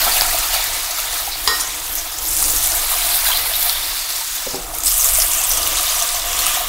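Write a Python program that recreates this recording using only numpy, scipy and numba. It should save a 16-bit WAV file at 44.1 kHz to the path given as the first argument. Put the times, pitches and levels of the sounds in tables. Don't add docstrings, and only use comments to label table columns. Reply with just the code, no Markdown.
import sys
import numpy as np
from scipy import signal
from scipy.fft import rfft, irfft, next_fast_len
from scipy.io import wavfile
from scipy.ndimage import map_coordinates
from numba import njit

SR = 44100
rng = np.random.default_rng(int(sys.argv[2]) if len(sys.argv) > 2 else 0)


def invert_db(level):
    return 10 ** (np.asarray(level, dtype=float) / 20)


def transcribe(u):
    v = np.clip(np.atleast_2d(u).T, -1, 1)
    q = np.round(v * 32767).astype(np.int16)
    wavfile.write(sys.argv[1], SR, q)


N = 294588

# time_s, finest_db, small_db
FIZZ_LEVELS = [(0, -16, -21.5), (.25, -20.5, -21), (.6, -22.5, -24.5), (1.0, -26.5, -25.5),
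               (1.43, -26, -29.5), (1.56, -23, -23.5), (1.7, -31, -27.5), (1.84, -26, -27),
               (1.97, -25, -29), (2.1, -31, -32), (2.18, -25.5, -28), (2.29, -18, -19.5), (2.4, -21, -16),
               (2.5, -18, -17.5), (2.65, -19, -18), (2.85, -19.5, -24), (3.0, -18.5, -20.5),
               (3.17, -13, -26), (3.32, -18.5, -23), (3.44, -19, -31), (3.62, -16.5, -25.5),
               (3.75, -21.5, -29.5), (4.04, -26.5, -27.5), (4.45, -26, -25), (4.71, -33, -33),
               (4.82, -31, -25), (4.89, -14.5, -19), (5.1, -17, -15), (5.5, -19, -20), (5.7, -22, -20),
               (5.85, -21.5, -17), (6.2, -25, -23), (6.46, -23, -17.5), (6.68, -24, -29)]


def unit(x):
    return x / np.sqrt(np.mean(x ** 2) + 1e-20)


def along(points, hz):
    f, v = np.transpose(points)
    return np.interp(np.log(hz + 1), np.log(f + 1), v)


def curves(rows):
    s, *columns = np.transpose(rows)
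    return [np.interp(np.arange(N) / SR, s, column) for column in columns]


def wobble(rate):
    return map_coordinates(rng.standard_normal(N // 100), [np.arange(N) * rate / SR])


def filtered(x, response):
    m = next_fast_len(N + SR // 2)
    return irfft(rfft(x, m) * response(np.fft.rfftfreq(m, 1 / SR)), m)[..., :N]


def hiss(spectrum):
    return unit(filtered(rng.standard_normal(N), lambda hz: invert_db(along(spectrum, hz))))


def resonance(f, centre, width, db):
    return invert_db(db) * 1j * f * width / (centre * centre - f * f + 1j * f * width)


@njit
def bursts(n, start, step, cycles, size, rise):
    out = np.zeros(n)
    for i in range(len(start)):
        if step[i] > .45:
            continue
        life = cycles[i] / step[i]
        for k in range(min(int(2 * life), n - start[i])):
            u = k / life
            swell = 4 * u * np.exp(1 - 4 * u)
            out[start[i] + k] += size[i] * swell * np.sin(2 * np.pi * step[i] * k * (1 + rise * u))
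    return out


def singles(s, db, hz, cycles):
    return bursts(N, np.round(s * SR).astype(np.int64), hz / SR, cycles, invert_db(db), 0.0073)


def swarm(centre_hz, octaves, cycles, spread_db, gust_db, count, size):
    vent = rng.integers(0, N, count)
    pitch = np.clip(rng.standard_normal((count, 1)), -1.7, 2.5)
    strength_db = np.minimum(spread_db * rng.exponential(size=count), 11) + gust_db[vent]
    late_s = .012 * rng.exponential(size=(count, size))
    hz_draw, gain_draw, life_draw = rng.standard_normal((3, count, size))
    hz = centre_hz[vent, None] * 2 ** (octaves * pitch + 0.062 * hz_draw)
    gain = invert_db(strength_db[:, None] - 64 * late_s + 0.63 * gain_draw)
    start = np.minimum(vent[:, None] + (late_s * SR).astype(np.int64), N - 1)
    life = cycles * 2 ** (0.59 * life_draw)
    return unit(bursts(N, start.ravel(), hz.ravel() / SR, life.ravel(), gain.ravel(), 0.05))


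def spurts():
    per_s, mean_lift_db, ebb_s = 14, 2, 0.024
    chance, size = rng.random(N), rng.exponential(size=N)
    lifts = mean_lift_db * size * (chance < per_s / SR)
    return signal.lfilter([1], [1, -np.exp(-1 / (ebb_s * SR))], lifts)


def pan(x):
    # centre_hz, width_hz, level_db
    lighter_modes = [(287, 13, -26), (367, 29, -11), (476.6, 4.2, 2), (694.5, 82, 0.5), (937, 120, -3),
                     (1287, 160, -1), (2010, 79, -30)]
    # centre_hz, width_hz, level_db
    loaded_modes = [(290, 13, -29), (377, 27, -15), (499, 9.2, -0.5), (697, 67, 1), (964, 99, -4.5),
                    (1200, 130, 1), (2090, 79, -22)]
    full_s, settle_s = 4.8, .15

    def ring(modes):
        return unit(filtered(x, lambda f: sum((-1) ** k * resonance(f, *mode) for k, mode in enumerate(modes))))

    full = np.clip((np.arange(N) / SR - full_s) / settle_s, 0, 1)
    return (1 - full) * ring(lighter_modes) + full * ring(loaded_modes)


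def rim(x):
    # centre_hz, width_hz, level_db
    wall_modes = [(2240, 74, -13.5), (2655, 39, -10), (2890, 72, -4.5), (3186, 62, -7), (3505, 99, -4),
                  (3736, 59, -10), (4020, 48, -8), (4850, 130, -12), (8080, 570, -16)]
    return unit(filtered(x, lambda f: 1 + sum(resonance(f, *mode) for mode in wall_modes)))


def frying():
    # time_s, larger_bubbles_db, big_bubbles_db, gulps_db
    under_levels = [(0, -17, -23, -20.5), (.2, -24, -24, -25), (.55, -21, -27, -27),
                    (.95, -25.5, -32.5, -31.5), (1.4, -27.5, -31, -32), (1.95, -31.5, -36, -34.5),
                    (2.3, -32.5, -39, -32.5), (2.5, -27, -42, -31), (2.75, -27, -30, -29.5),
                    (3.1, -20.5, -27, -27), (3.33, -20.5, -24, -27.5), (3.45, -23, -27.5, -28),
                    (3.8, -20.5, -30, -29.5), (4.2, -26.5, -38.5, -37), (4.45, -26.5, -35.5, -36),
                    (4.74, -40, -40, -32), (4.9, -30.5, -39.5, -33.5), (5.2, -29, -32, -28.5),
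                    (5.55, -26.5, -33.5, -25.5), (5.9, -23, -33, -26.5), (6.25, -26.5, -32, -27.5),
                    (6.5, -24, -26, -25), (6.68, -26.5, -32, -27)]
    # time_s, larger_bubbles_hz, small_bubbles_hz
    bubble_pitches = [(0, 4060, 7360), (2.2, 3920, 6920), (2.5, 3970, 7630), (3.0, 4000, 8350),
                      (3.3, 3820, 8200), (3.8, 3996, 7800), (4.5, 4030, 7070), (4.9, 3400, 8100),
                      (5.2, 3390, 8220), (5.5, 3350, 7100), (5.85, 3630, 7540), (6.2, 3550, 7400),
                      (6.47, 3116, 7360), (6.68, 3630, 7100)]
    # frequency_hz, density_db (per Hz)
    steam_colour = [(300, -60), (1000, -3), (2500, -2.5), (5500, 1.5), (10000, -4.5), (16000, -7.5)]
    finest_db, small_db = curves(FIZZ_LEVELS)
    bubble_db, big_db, gulp_db = curves(under_levels)
    bubble_hz, small_hz = curves(bubble_pitches)
    gust = 0.45 * wobble(17) + 0.8 * wobble(40) + spurts()

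    def near(hz):
        return hz * 2 ** (0.056 * wobble(8))

    finest = swarm(near(12300), octaves=0.314, cycles=7.9, spread_db=1.0,
                   gust_db=gust + 1.0 * wobble(30), count=7000, size=7)
    small = swarm(near(small_hz), octaves=0.245, cycles=11.4, spread_db=3.0,
                  gust_db=0.88 * gust + 0.11 * wobble(28), count=3600, size=5)
    bubbles = swarm(near(bubble_hz), octaves=0.1856, cycles=18.7, spread_db=3.6,
                    gust_db=0.9 * gust + 0.48 * wobble(25), count=8000, size=6)
    big = swarm(near(2265), octaves=0.357, cycles=12.2, spread_db=0.18,
                gust_db=1.4 * gust + 0.16 * wobble(25), count=3000, size=4)
    gulps = swarm(near(986), octaves=0.507, cycles=3.27, spread_db=2.17,
                  gust_db=1.0 * gust + 1.0 * wobble(20), count=5000, size=3)
    gulps = unit(pan(gulps) + 0.039 * gulps)

    steam_db = 2.0 + 0.3 * gust + 0.36 * small_db + 0.62 * bubble_db
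    steam = invert_db(steam_db) * rim(hiss(steam_colour))
    surge = invert_db(0.32 * wobble(16))
    crackle = swarm(near(8340), octaves=0.37, cycles=3.4, spread_db=11.4,
                    gust_db=1.5 * gust, count=2500, size=2)
    crackle = invert_db(-6.5) * np.sqrt(invert_db(finest_db + small_db)) * crackle

    fizz = surge * (crackle + invert_db(finest_db) * finest + invert_db(small_db) * rim(small))
    under_food = invert_db(bubble_db) * rim(bubbles) + invert_db(big_db) * rim(big) + invert_db(gulp_db) * gulps
    return steam + fizz + under_food


def air():
    # time_s, rumble_db, room_db
    air_levels = [(0, -24, -39.5), (.3, -27.5, -40.5), (.8, -31.5, -45), (1.35, -33, -45.5),
                  (1.51, -24.5, -40.5), (1.75, -37, -43.5), (2.06, -33, -42.5), (2.42, -23, -34.5),
                  (3.0, -28.5, -43.5), (3.72, -29.5, -42.5), (4.22, -35.5, -46), (4.52, -34, -44),
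                  (4.7, -27, -35.5), (4.86, -25, -39), (5.02, -26, -54), (5.2, -25.5, -45.5),
                  (5.6, -25, -35), (5.92, -33, -42.5), (6.3, -28.5, -41.5), (6.68, -31, -40)]
    # frequency_hz, density_db (per Hz)
    rumble_colour = [(8.8, -43), (15, 0), (27, -1.5), (41, -4), (62, -11.5), (79, -20.5), (92, -11),
                     (108, -30.5), (140, -105), (180, -63), (310, -120)]
    # frequency_hz, density_db (per Hz)
    room_colour = [(65, -39), (110, 8), (225, -3.5), (319, 13.5), (403, -2.5), (455, 8), (600, 3),
                   (780, -41), (1320, -120)]
    rumble_db, room_db = curves(air_levels)
    waver_db = 2.5 * wobble(8)
    gusty_db = 1.6 * wobble(4.2)
    return invert_db(rumble_db + gusty_db) * hiss(rumble_colour) + invert_db(room_db + waver_db) * hiss(room_colour)


def strays():
    count, over_fizz_db, spray_db = 240, 12, -24
    low_hz, high_hz = 5000, 14000
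    when, pitch, size = rng.random((count, 3)).T
    db = curves(FIZZ_LEVELS)[-1][(when * N).astype(int)] + over_fizz_db - 6 * size
    return np.transpose([when * N / SR, db, low_hz * (high_hz / low_hz) ** pitch, db + spray_db])


def spits():
    # start_s, level_db, pitch_hz, spray_db
    loud_spits = [(.2103, 2, 4800, -24), (.2198, -4, 13520, -26), (.2195, -5, 3700, -24),
                  (.3867, -6, 13700, -28), (.6414, -8, 14300, -25), (.908, -11, 6720, -22),
                  (1.598, -16, 5500, -21), (1.6044, -9, 9500, -22), (1.635, -20, 7000, -26),
                  (1.9535, -7, 13500, -23), (1.956, -18, 6000, -29), (1.9844, -13, 6370, -23),
                  (2.1851, -10, 7060, -25), (2.374, -5, 12920, -26), (2.4266, -2, 12000, -24),
                  (2.4268, -6, 7800, -26), (2.455, -7, 7600, -24), (2.5629, -4, 7410, -26),
                  (2.7494, -7, 13520, -21), (3.09, -6, 14000, -27), (3.1456, -5, 9040, -23),
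                  (3.2455, -5, 13520, -27), (3.287, -5, 11000, -27), (3.373, -8, 13000, -22),
                  (3.538, -11, 4100, -26), (3.556, -10, 3700, -27), (3.6279, -3, 13520, -21),
                  (3.6959, -3, 4390, -30), (3.6961, -6, 12000, -28), (3.727, -7, 13800, -23),
                  (4.1041, -9, 4130, -30), (4.751, -10, 13180, -36), (4.7854, -6, 11630, -28),
                  (4.8049, -11, 7060, -31), (4.8362, -3, 8010, -25), (4.8474, -9, 7840, -20),
                  (4.8596, -7, 8180, -17), (4.8689, -7, 5200, -20), (4.88, -5, 5200, -19),
                  (4.9233, -5, 8100, -28), (4.9418, -3, 8530, -25), (4.9782, -3, 10080, -26),
                  (5.01, -5, 7000, -22), (5.1362, -1, 11800, -23), (5.1503, -3, 8100, -22),
                  (5.1871, -2, 12920, -24), (5.2014, -2, 6030, -25), (5.2199, -4, 5510, -22),
                  (5.3154, -5, 7060, -20), (5.3346, -3, 7240, -23), (5.4364, -6, 8270, -17),
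                  (5.4929, -7, 11370, -18), (5.515, -6, 6000, -20), (5.5732, -5, 8270, -19),
                  (5.6662, -12, 3270, -27), (5.6745, -1, 10850, -25), (5.756, -9, 6000, -24),
                  (5.77, -9, 8800, -23), (5.779, -11, 3700, -26), (5.792, -8, 3900, -24),
                  (5.7863, -7, 5800, -23), (5.8311, -4, 8870, -25), (5.972, -10, 9200, -24),
                  (6.0231, -8, 7060, -24), (6.09, -13, 4400, -27), (6.3902, -9, 9730, -22),
                  (6.4665, 1, 8500, -19), (6.535, -11, 7500, -24)]
    t = np.arange(SR // 20) / SR
    noises = np.zeros(N + len(t))
    rows = np.vstack([loud_spits, strays()])
    for s, db, hz, spray_db in rows:
        noise = rng.standard_normal((2, len(t)))
        droplets = unit(signal.lfilter(*signal.iirpeak(hz, 3, SR), noise[0]))
        snap = unit(signal.lfilter(*signal.iirpeak(hz, 1.3, SR), noise[1]))
        crack = invert_db(db - 3 - 60 * t / 0.0086) * snap
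        spray = invert_db(spray_db + 6 - 60 * t / .07) * droplets
        noises[round(s * SR):][:len(t)] += crack + spray
    s, db, hz, _ = rows.T
    notes = singles(s, db + 3, hz, np.full(len(s), 4.5))
    return notes + noises[:N]


def deep_gulps():
    # start_s, level_db, pitch_hz, life_cycles
    gulp_rows = [(0.0675, 5.5, 790, 3.3), (0.073, -4.5, 1310, 23), (0.076, -9, 700, 5.3),
                 (0.2192, 7, 850, 2.6), (0.252, -9, 1355, 22), (0.345, -3, 687, 7.6),
                 (1.275, -4.5, 794, 11.5), (2.424, -5, 1200, 6.5), (3.285, -7, 800, 8), (3.3, -3, 976, 16),
                 (3.32, -12, 1500, 9.1), (3.335, -10, 1900, 12), (4.208, -14, 900, 30),
                 (4.468, -2.5, 525, 7.2), (4.924, -8, 1220, 10), (5.184, -5, 645, 7.6),
                 (6.464, -5, 1240, 11), (6.57, -1, 720, 6.1)]
    return invert_db(-11.0) * singles(*np.transpose(gulp_rows))


def struck(hits, modes, gain_db, crack_db, crack_t60, rattle, crack_hz):
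    out, t = np.zeros(N + SR), np.arange(SR // 3) / SR
    build = 1 - np.exp(-t / .0005)
    for s, db in hits:
        ring = 0
        for hz, level, t60 in modes:
            drift = rattle * np.cumsum(rng.standard_normal(len(t)))
            ring = ring + invert_db(level - 60 * t / t60) * np.sin(2 * np.pi * hz * t + drift)
        body = unit(signal.lfilter(*signal.iirpeak(crack_hz, 1.6, SR), rng.standard_normal(len(t))))
        crack = invert_db(crack_db - 60 * t / crack_t60) * body
        out[round(s * SR):][:len(t)] += invert_db(db + gain_db) * build * (ring + crack)
    return out[:N]


def counter_knocks():
    # start_s, level_db
    knock_hits = [(.068, -19), (.219, -39), (4.466, -16.5), (4.537, -12), (4.5445, -12), (4.556, -27)]
    # pitch_hz, level_db, t60_s
    counter_modes = [(215, -3, .07), (270, 3, .09), (388, 3, .1), (442, 3, .07), (530, 1, .04),
                     (620, 2, .06), (760, -1, .07), (1080, -6, .05), (1200, -10, .04)]
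    return struck(knock_hits, counter_modes, gain_db=-12, crack_db=-25, crack_t60=.008, rattle=0.069, crack_hz=3000)


def vents():
    # start_s, length_s, level_db, pitch_hz
    vent_rows = [(0.113, 0.036, -19, 4500), (1.317, 0.016, -22.5, 4860), (1.321, .03, -22, 4200),
                 (1.607, 0.014, -19, 9300), (1.606, 0.016, -19, 6800), (1.608, 0.023, -23, 5400),
                 (1.98, 0.024, -21.5, 6200), (2.283, .014, -18, 8000), (2.42, 0.015, -17, 8150),
                 (2.488, .012, -23, 6200), (2.659, 0.016, -18, 7060), (2.672, 0.011, -17, 13780),
                 (3.116, 0.031, -23, 3960), (3.263, 0.019, -19, 4000), (3.316, 0.025, -16, 3210),
                 (3.357, 0.019, -17, 4230), (3.536, .025, -19, 3750), (3.562, 0.014, -18, 12230),
                 (4.859, 0.043, -26, 5340), (4.86, 0.027, -13, 8350), (4.996, 0.028, -16, 6200),
                 (5.043, .013, -16, 11890), (5.12, 0.021, -19, 12000), (5.131, 0.027, -19, 7960),
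                 (5.215, 0.015, -17, 5300), (5.31, 0.034, -22, 7200), (5.438, .02, -15, 8150),
                 (5.48, 0.021, -23, 12230), (5.505, 0.023, -18, 6000), (5.573, .012, -17, 8140),
                 (5.581, 0.011, -18.5, 6000), (5.63, 0.012, -19, 4900), (5.763, 0.034, -22, 3700),
                 (5.866, 0.026, -19.5, 3850), (5.896, 0.0086, -17, 6460), (5.907, 0.0093, -19, 4900),
                 (6.022, .01, -16, 5900), (6.39, 0.015, -18, 4200), (6.452, 0.047, -24, 2900)]
    spread_oct, life_cycles, scatter_db, count = 0.039, 11.5, 3.5, 26
    out = np.zeros(N)
    for s, length, db, hz in vent_rows:
        late = rng.random(count)
        pitch, size = rng.standard_normal((2, count))
        run = singles(s + length * late ** 2.0, scatter_db * size, hz * 2 ** (spread_oct * pitch),
                      np.full(count, life_cycles))
        out += invert_db(db) * np.sqrt(length * SR) * run / np.linalg.norm(run)
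    return out


def plate_clinks():
    # start_s, level_db
    clink_hits = [(1.4752, 1), (1.598, -19)]
    # pitch_hz, level_db, t60_s
    plate_modes = [(420, -18, .35), (470, -20, .2), (960, -17, .2), (1039, -12, .3), (1090, -14, .22),
                   (1150, 0, .035), (1230, -15, .25), (1324, -15, .35), (1475, -20, .3), (1800, -20, .2),
                   (1868, -13, .33), (1920, -18, .2), (2200, -17, .1), (2929, -19, .15), (3300, 4, .018),
                   (3435, -15, .2), (3650, -17, .15), (3908, -17, .25), (4011, -9, .33), (4732, -15, .4),
                   (4950, 8, .02), (5356, -8, .19), (5615, -18, .3), (6853, -13, .3), (7278, -13, .1),
                   (7655, -17, .4), (8457, -12, .08), (9119, -20, .25), (10200, -19, .12)]
    return struck(clink_hits, plate_modes, gain_db=-7, crack_db=7, crack_t60=.014, rattle=.033, crack_hz=4300)


def kitchen(x):
    # frequency_hz, t60_s
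    room_decay = [(300, 0.33), (2000, 0.55), (10000, 0.2)]
    hz, t, z = signal.stft(rng.standard_normal(SR // 2), SR, nperseg=256)
    tail = signal.istft(z * invert_db(-60 * t / along(room_decay, hz)[:, None]), SR, nperseg=256)[1]
    delayed = np.pad(x, (300, 0))
    return signal.fftconvolve(delayed, tail / np.linalg.norm(tail))[:N]


def scene():
    near = frying() + spits() + deep_gulps() + vents()
    far = plate_clinks() + counter_knocks()
    mono = near + far + invert_db(-13) * kitchen(near) + invert_db(-4.5) * kitchen(far) + air()
    return np.array([mono, mono])


def low_pass(x):
    return signal.sosfilt(signal.butter(12, 17030, fs=SR, output="sos"), x)


def record(dry):
    # frequency_hz, gain_db
    mic_response = [(300, -6), (1500, -3), (2500, -3.5), (3600, -6), (4700, -4.5), (6000, -5), (8200, -5),
                    (10300, -3.5), (12100, -2.5), (14000, -1), (16000, -0.5)]
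    top_hz, edge_hz = 15870, 160
    clipped = np.clip(filtered(dry, lambda hz: invert_db(along(mic_response, hz))), -1, 1)
    mix = filtered(clipped, lambda hz: np.clip((top_hz - hz) / edge_hz, 0, 1) ** 2)
    return low_pass(mix)


dry = scene()
out = record(dry)
transcribe(out)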